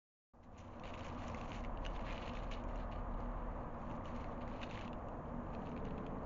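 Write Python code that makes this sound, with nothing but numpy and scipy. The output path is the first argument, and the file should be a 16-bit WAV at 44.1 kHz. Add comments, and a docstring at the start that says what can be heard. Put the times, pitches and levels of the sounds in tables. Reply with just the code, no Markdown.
"""A low town rumble and the wash of distant traffic fade in around a yard at night.
Close by, a fox walks and noses about on gravel: its paws press the pebbles into a fine crunch,
single stones click, and walls give a short echo. A low exhaust throb comes and goes; near the end
a far engine drones nearer. A dull microphone cuts off the high treble."""
import sys
import numpy as np
from scipy import signal
from scipy.fft import rfft, irfft
from scipy.io import wavfile
from scipy.ndimage import uniform_filter1d

SR = 44100
rng = np.random.default_rng(int(sys.argv[2]) if len(sys.argv) > 2 else 0)


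def dump(signal):
    """Clip the signal to [-1, 1] and save it as 16-bit WAV at the path in sys.argv[1]."""
    limited = np.clip(np.atleast_2d(signal).T, -1, 1)
    pcm = np.round(limited * 32767).astype(np.int16)
    wavfile.write(sys.argv[1], SR, pcm)


N = 275625
TIME = np.arange(N) / SR
MIC_TOP_HZ = 7350


def undb(db):
    """Decibels to gain."""
    return 10 ** (np.asarray(db) / 20)


def unit(x):
    """Scale to rms 1."""
    return x / np.sqrt(np.mean(x ** 2))


def curve(rows):
    """Linear interpolation of (time, value) rows."""
    return np.interp(TIME, *np.transpose(rows))


def envelope(age_s, length_s, attack_s, release_s):
    """Linear rise, hold until length_s, exponential decay."""
    return np.clip(age_s / attack_s, 0, 1) * np.exp(-np.maximum(age_s - length_s, 0) / release_s)


def wander(rate_hz):
    """Smooth random drift, rms 1."""
    hold = int(SR / rate_hz)
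    steps = np.repeat(rng.standard_normal(N // hold + 1), hold)
    return unit(uniform_filter1d(uniform_filter1d(steps, hold), hold)[:N])


def colour(x, spectrum):
    """Minimum-phase filter from (frequency, gain) rows, via the cepstrum."""
    hz, db = np.transpose(spectrum)
    bins_hz = np.arange(N + 1) * SR / (2 * N)
    gain = undb(np.interp(np.log(bins_hz + 1), np.log(hz), db))
    cepstrum = irfft(np.log(gain))
    cepstrum[1:N] *= 2
    cepstrum[N + 1:] = 0
    return irfft(rfft(x, 2 * N) * np.exp(rfft(cepstrum)))[:N]


def resonance(x, hz, width_hz):
    """One resonance, unity gain at centre."""
    return signal.lfilter(*signal.iirpeak(hz, hz / width_hz, fs=SR), x)


def noise_band(hz, width_hz):
    """Noise through two equal resonances, each width_hz wide; rms 1."""
    once = resonance(rng.standard_normal(N), hz, width_hz)
    return unit(resonance(once, hz, width_hz))


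def treble(x, edge_hz=5200):
    """Zero-phase band from edge_hz to just past the microphone's limit."""
    bandpass = signal.butter(4, [edge_hz, MIC_TOP_HZ + 400], "band", fs=SR, output="sos")
    return signal.sosfiltfilt(bandpass, x)


# town rumble: (time [s], level [dB])
RUMBLE_LEVEL = [(.34, -70), (.46, -59.5), (.7, -60), (1.2, -53), (2.2, -58), (4.7, -54.5), (6.2, -63.5)]


def town_rumble():
    """Deep town noise, swelling and ebbing."""
    return noise_band(hz=85, width_hz=35) * undb(curve(RUMBLE_LEVEL))


# background fade: (time [s], gain [dB])
FADE_GAIN = [(.335, -18.5), (.45, -13.5), (.6, -8.5), (.8, -4), (1.05, -0.52), (6.25, .5)]


def fade_in():
    """Rising gain for traffic, engines and idle pebbles."""
    return undb(curve(FADE_GAIN))


# traffic wash: (frequency [Hz], gain [dB])
WASH_SPECTRUM = [(8, -4.5), (20, 6.5), (55, -1.5), (88, -5), (135, -6), (270, -8), (340, -10), (395, -17.5),
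                 (500, -7), (680, -8.5), (810, -11), (1000, -9.5), (1220, -12), (1500, -36)]
# faint hiss: (frequency [Hz], gain [dB])
HISS_SPECTRUM = [(900, -7), (1400, 4), (1750, 0), (2050, -5.5), (2900, -14), (3500, -22), (4400, -29),
                 (5200, -36), (6800, -26.5), (7500, -37.5), (9000, -55)]
# passing tyres: (time [s], gain [dB])
TYRE_SWELL = [(.4, -2.5), (1.2, 0), (2.3, -1), (3.3, 0.5), (4.3, -0.8), (5.1, -2.5), (6.2, -1.5)]


def traffic(wash_db=-46.0, boom_db=-55, hiss_db=-62.5, cutoff_hz=1650, tyre_hz=850):
    """Dull wash, one booming resonance, thin hiss; the mids swell as far tyres pass."""
    swell = undb(curve(TYRE_SWELL))
    lowpass = signal.butter(6, cutoff_hz, fs=SR, output="sos")
    wash = unit(signal.sosfilt(lowpass, colour(rng.standard_normal(N), WASH_SPECTRUM)))
    wash += (swell - 1) * treble(wash, tyre_hz)
    boom = noise_band(hz=239, width_hz=23) * undb(boom_db)
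    hiss = unit(colour(rng.standard_normal(N), HISS_SPECTRUM))
    hiss_top = treble(hiss)
    hiss = swell * (hiss - hiss_top) + hiss_top
    wash *= undb(wash_db + .5 * wander(8.3))
    hiss *= undb(hiss_db + .32 * wander(4.1))
    return wash + boom + hiss


def engine_tone(hz, waver_hz, flutter_db):
    """One engine line, wavering in pitch and level; rms 1."""
    phase = 2 * np.pi * np.cumsum(hz + waver_hz * wander(12)) / SR
    return unit(np.sin(phase) * undb(flutter_db * wander(9)))


# exhaust throb: (start [s], length [s], level [dB])
THROB_SPELLS = [(0.998, .4, -55), (1.524, .55, -44.5), (2.3, 0.39, -45), (2.693, .88, -46)]


def exhaust_throb(hz=37.84, rise_s=.067, fall_s=.076):
    """Low exhaust tone that comes and goes."""
    spells = sum(undb(db) * envelope(TIME - start_s, length_s, rise_s, fall_s)
                 for start_s, length_s, db in THROB_SPELLS)
    return engine_tone(hz, waver_hz=.9, flutter_db=.5) * spells


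# far engine at its nearest: (frequency [Hz], level [dB])
ENGINE_LINES = [(120, -62), (150.7, -53.5), (193.8, -54.5), (237, -58.5), (271.6, -56.5), (430.7, -59),
                (452.2, -60)]


def far_engine(roar_db=-55, nearest_s=5.95, rise_db_per_s=15.5):
    """Droning lines in a rough roar; draws nearer, then holds."""
    drone = sum(undb(db) * engine_tone(hz, waver_hz=1.6, flutter_db=2.0) for hz, db in ENGINE_LINES)
    roar = noise_band(hz=180, width_hz=160) * undb(roar_db)
    nearness = undb(rise_db_per_s * np.minimum(TIME - nearest_s, 0))
    return (drone + roar) * nearness


def yard_echo(x, t60_s=.094, gap_s=.004, echo_db=-13):
    """Direct sound plus short scatter off blocks and walls."""
    t = np.arange(SR // 3) / SR
    tail = rng.standard_normal(len(t)) * undb(-60 * t / t60_s) * (t > gap_s)
    return x + undb(echo_db) * signal.fftconvolve(x, tail / np.linalg.norm(tail))[:N]


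def pebble_contacts(per_s, spread_db, width_hz, ring_gain):
    """Pebbles of many sizes touch at random: tiny cracks, each ringing a few cycles."""
    grains = np.zeros(N)
    pitches_hz = np.geomspace(1700, 7000, 22)
    signs = rng.choice([-1, 1], N)
    strengths = undb(spread_db * np.minimum(rng.exponential(size=N), 4))
    for hz in pitches_hz:
        contacts = (rng.random(N) < per_s / len(pitches_hz) / SR) * signs * strengths
        grains += ring_gain * resonance(contacts, hz, width_hz) + .3 * contacts
    return unit(grains)


# paw presses, drags, shifts: (start [s], length [s], relative level [dB], treble share [dB])
PAW_PRESSES = [(0.427, 0.026, -75, -12), (0.51, 0.34, -74, -12.5), (0.572, 0.027, -65.5, -8),
               (0.831, 0.062, -56, -18), (0.877, 0.41, -62, -15), (0.933, 0.021, -58.5, -14),
               (1.041, 0.028, -55.5, -9), (1.15, 0.31, -61, -13), (1.47, 0.12, -57, -12),
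               (1.588, 0.068, -66, -16), (1.803, 0.24, -62.5, -16.5), (1.993, 0.41, -57, -19),
               (2.072, 0.041, -51.5, -22), (2.211, 0.032, -53.5, -18), (2.348, 0.028, -59, -16),
               (2.404, 0.098, -66.5, -17), (2.504, .038, -52, -15), (2.555, 0.05, -63.5, -20),
               (2.67, 0.11, -66, -14), (2.795, 0.026, -61, -23), (2.91, 0.019, -59.5, -22.5),
               (2.947, 0.048, -68, -20), (3.17, 0.086, -73, -14.5), (3.774, 0.19, -70, -12),
               (4.035, 0.078, -61, -12.5), (4.134, 0.08, -62.5, -15), (4.2, 0.13, -70.5, -16),
               (4.405, 0.019, -59, -23), (4.46, 0.21, -65, -18), (4.607, 0.029, -55.5, -16),
               (4.687, 0.084, -53.5, -19), (4.762, 0.05, -55, -19.5), (4.81, 0.043, -61, -17),
               (5.507, 0.23, -73, -12), (5.538, 0.011, -64, -21), (5.645, .035, -65, -22.5),
               (5.762, .02, -68, -22), (5.845, 0.0076, -56, -23), (5.886, 0.13, -77, -18)]


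def paw_load(attack_share=.22, sag_db=3.5, settle_s=.018):
    """Body and treble gains: weight comes on, pebbles pack, then settle. Presses add in power."""
    body_power, top_power = np.zeros(N), np.zeros(N)
    for start_s, length_s, db, treble_db in PAW_PRESSES:
        span = slice(int(start_s * SR), int(start_s * SR) + SR)
        age_s = TIME[span] - start_s
        packed = np.clip(age_s / length_s, 0, 1)
        weight = envelope(age_s, length_s, attack_share * length_s, settle_s)
        power = (weight * undb(db - sag_db * packed)) ** 2
        body_power[span] += power
        top_power[span] += power * undb(treble_db) ** 2
    return np.sqrt(body_power), np.sqrt(top_power)


# gravel bed: (frequency [Hz], gain [dB])
GRAVEL_SPECTRUM = [(500, -30.5), (1200, 2), (1700, -2.5), (2300, -0.5), (2600, -1), (3000, -1.5),
                   (3300, -8), (4250, -8.5), (4850, -17.5), (5400, -20.5), (6000, -18), (6900, -16),
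                   (7450, -28.5), (9000, -51.5)]


def gravel_crunch(rub_db=-10, loose_db=-8, idle_db=-82, uneven_db=2.5):
    """Fine gravel slips under rubbing pads; larger loose pebbles tip over, even between steps."""
    fine = pebble_contacts(per_s=2000, spread_db=2.5, width_hz=490, ring_gain=1.0)
    pad_rub = undb(rub_db) * rng.standard_normal(N)
    fine = unit(colour(fine + pad_rub, GRAVEL_SPECTRUM))
    fine /= np.sqrt(uniform_filter1d(fine ** 2, SR // 40) + 1e-6)  # levelled: paw load sets the power
    loose = pebble_contacts(per_s=75, spread_db=3.0, width_hz=380, ring_gain=2.2)
    loose = unit(colour(loose, GRAVEL_SPECTRUM))
    grains = fine + undb(loose_db) * loose
    top = treble(grains)
    body_gain, top_gain = paw_load()
    pressed = unit(grains - top) * body_gain + unit(top) * top_gain
    pressed *= undb(uneven_db * wander(70))  # pebbles give way in fits
    return pressed + loose * undb(idle_db) * fade_in()


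# stone on stone: (time [s], relative peak [dB], ring [Hz], treble share before trim [dB])
STONE_KNOCKS = [(.7967, -51.5, 2640, -9), (0.837, -45.5, 2730, -20), (.876, -47, 2300, -15),
                (0.991, -52, 2890, 4), (1.0077, -57, 2720, 0), (1.0652, -44, 2340, -18),
                (1.0897, -57, 2360, -6), (1.2808, -45, 6770, -1), (1.3452, -39, 2110, -15),
                (1.4135, -40.5, 2670, -16), (1.4941, -48.5, 2310, -8), (1.5178, -38.5, 2400, -28),
                (1.53, -44.5, 2400, -19), (1.6387, -45, 2040, -17), (1.6478, -40.5, 2200, -23),
                (1.773, -46, 2820, -30), (1.8515, -37, 2800, -26), (1.863, -31.5, 2900, -15.5),
                (1.9927, -44.5, 2150, -27), (2.086, -48, 2840, -26), (2.0998, -40, 2100, -26),
                (2.1077, -40, 2440, -27), (2.1244, -45, 2340, -9), (2.179, -41, 2890, -22),
                (2.352, -45, 2580, -18), (2.5165, -44, 2150, -10), (2.638, -52, 2390, -7),
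                (2.7577, -49.5, 2820, -6), (2.923, -48.5, 2790, -26), (3.2063, -53, 2150, -16),
                (3.903, -51.5, 2720, -27), (4.2426, -45.5, 2170, -24), (4.478, -48, 2070, -15),
                (4.616, -44, 2000, -22), (4.6307, -37, 2720, -37), (4.6343, -35, 2820, -30),
                (4.7106, -39, 2630, -16), (4.7915, -40, 2340, -23), (4.811, -42, 2610, -15),
                (4.878, -45, 2630, -24), (4.9306, -44.5, 2850, -21), (5.0848, -53, 2730, -9),
                (5.549, -44, 2530, -21), (5.6698, -47, 2620, -24), (5.716, -50.5, 2300, -20),
                (5.764, -47.5, 2370, -28), (5.7754, -46.5, 2500, -28), (5.852, -47, 2840, -13),
                (5.907, -47, 2550, -24), (5.98, -48, 2570, -21), (6.0646, -46, 2530, -20)]


def stone_clicks(contact_s=.0015, scrape_s=.0059, scrape_db=-19, crack_db=-2.5,
                 ring_s=.002, rise_s=.00037, upper_ratio=1.29, upper_db=-6, roll_off_hz=3300,
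                 trim_below_db=-42, trim_db_per_db=.2):
    """A stone cracks against its neighbour, rings in two modes and scrapes to rest."""
    size = SR // 20
    t = np.arange(size) / SR
    bed_response = colour(signal.unit_impulse(N), GRAVEL_SPECTRUM)[:size]
    clicks = np.zeros(N + size)
    for time_s, db, hz, treble_db in STONE_KNOCKS:
        noise = rng.standard_normal(size)
        force = noise * (np.exp(-t / contact_s) + undb(scrape_db) * np.exp(-t / scrape_s))
        crack = signal.fftconvolve(force, bed_response)[:size]
        top = treble(crack)
        upper_hz = hz * (upper_ratio + .047 * noise[-1])  # random detune per stone
        upper_gain = undb(upper_db) / np.hypot(1, (upper_hz / roll_off_hz) ** 6)
        modes = np.sin(2 * np.pi * hz * t) + upper_gain * np.sin(2 * np.pi * upper_hz * t)
        ring = modes * np.exp(-t / ring_s) * (1 - np.exp(-t / rise_s))
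        body = unit(unit(ring) + undb(crack_db) * unit(crack - top))
        treble_trim_db = trim_db_per_db * min(db - trim_below_db, 0)  # quieter clicks: less treble gain
        click = body + undb(treble_db + treble_trim_db) * unit(top)
        start = int(time_s * SR)
        clicks[start:start + size] += undb(db) * click / np.abs(click).max()
    return clicks[:N]


def scene():
    """Fox on gravel over the night background; mono."""
    fox = yard_echo(undb(-.4) * gravel_crunch() + undb(-1.1) * stone_clicks())
    background = (traffic() + exhaust_throb() + far_engine()) * fade_in() + town_rumble()
    return (background + fox)[None]


def record(dry):
    """Microphone: wakes late, hisses faintly, passes no high treble."""
    wake_s, ramp_s, hiss_db = .335, .002, -88
    awake = np.clip((TIME - wake_s) / ramp_s, 0, 1)
    heard = dry + undb(hiss_db) * rng.standard_normal(N)
    lowpass = signal.ellip(10, .2, 70, MIC_TOP_HZ, fs=SR, output="sos")
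    return signal.sosfilt(lowpass, heard * awake)


dry = scene()
out = record(dry)
dump(out)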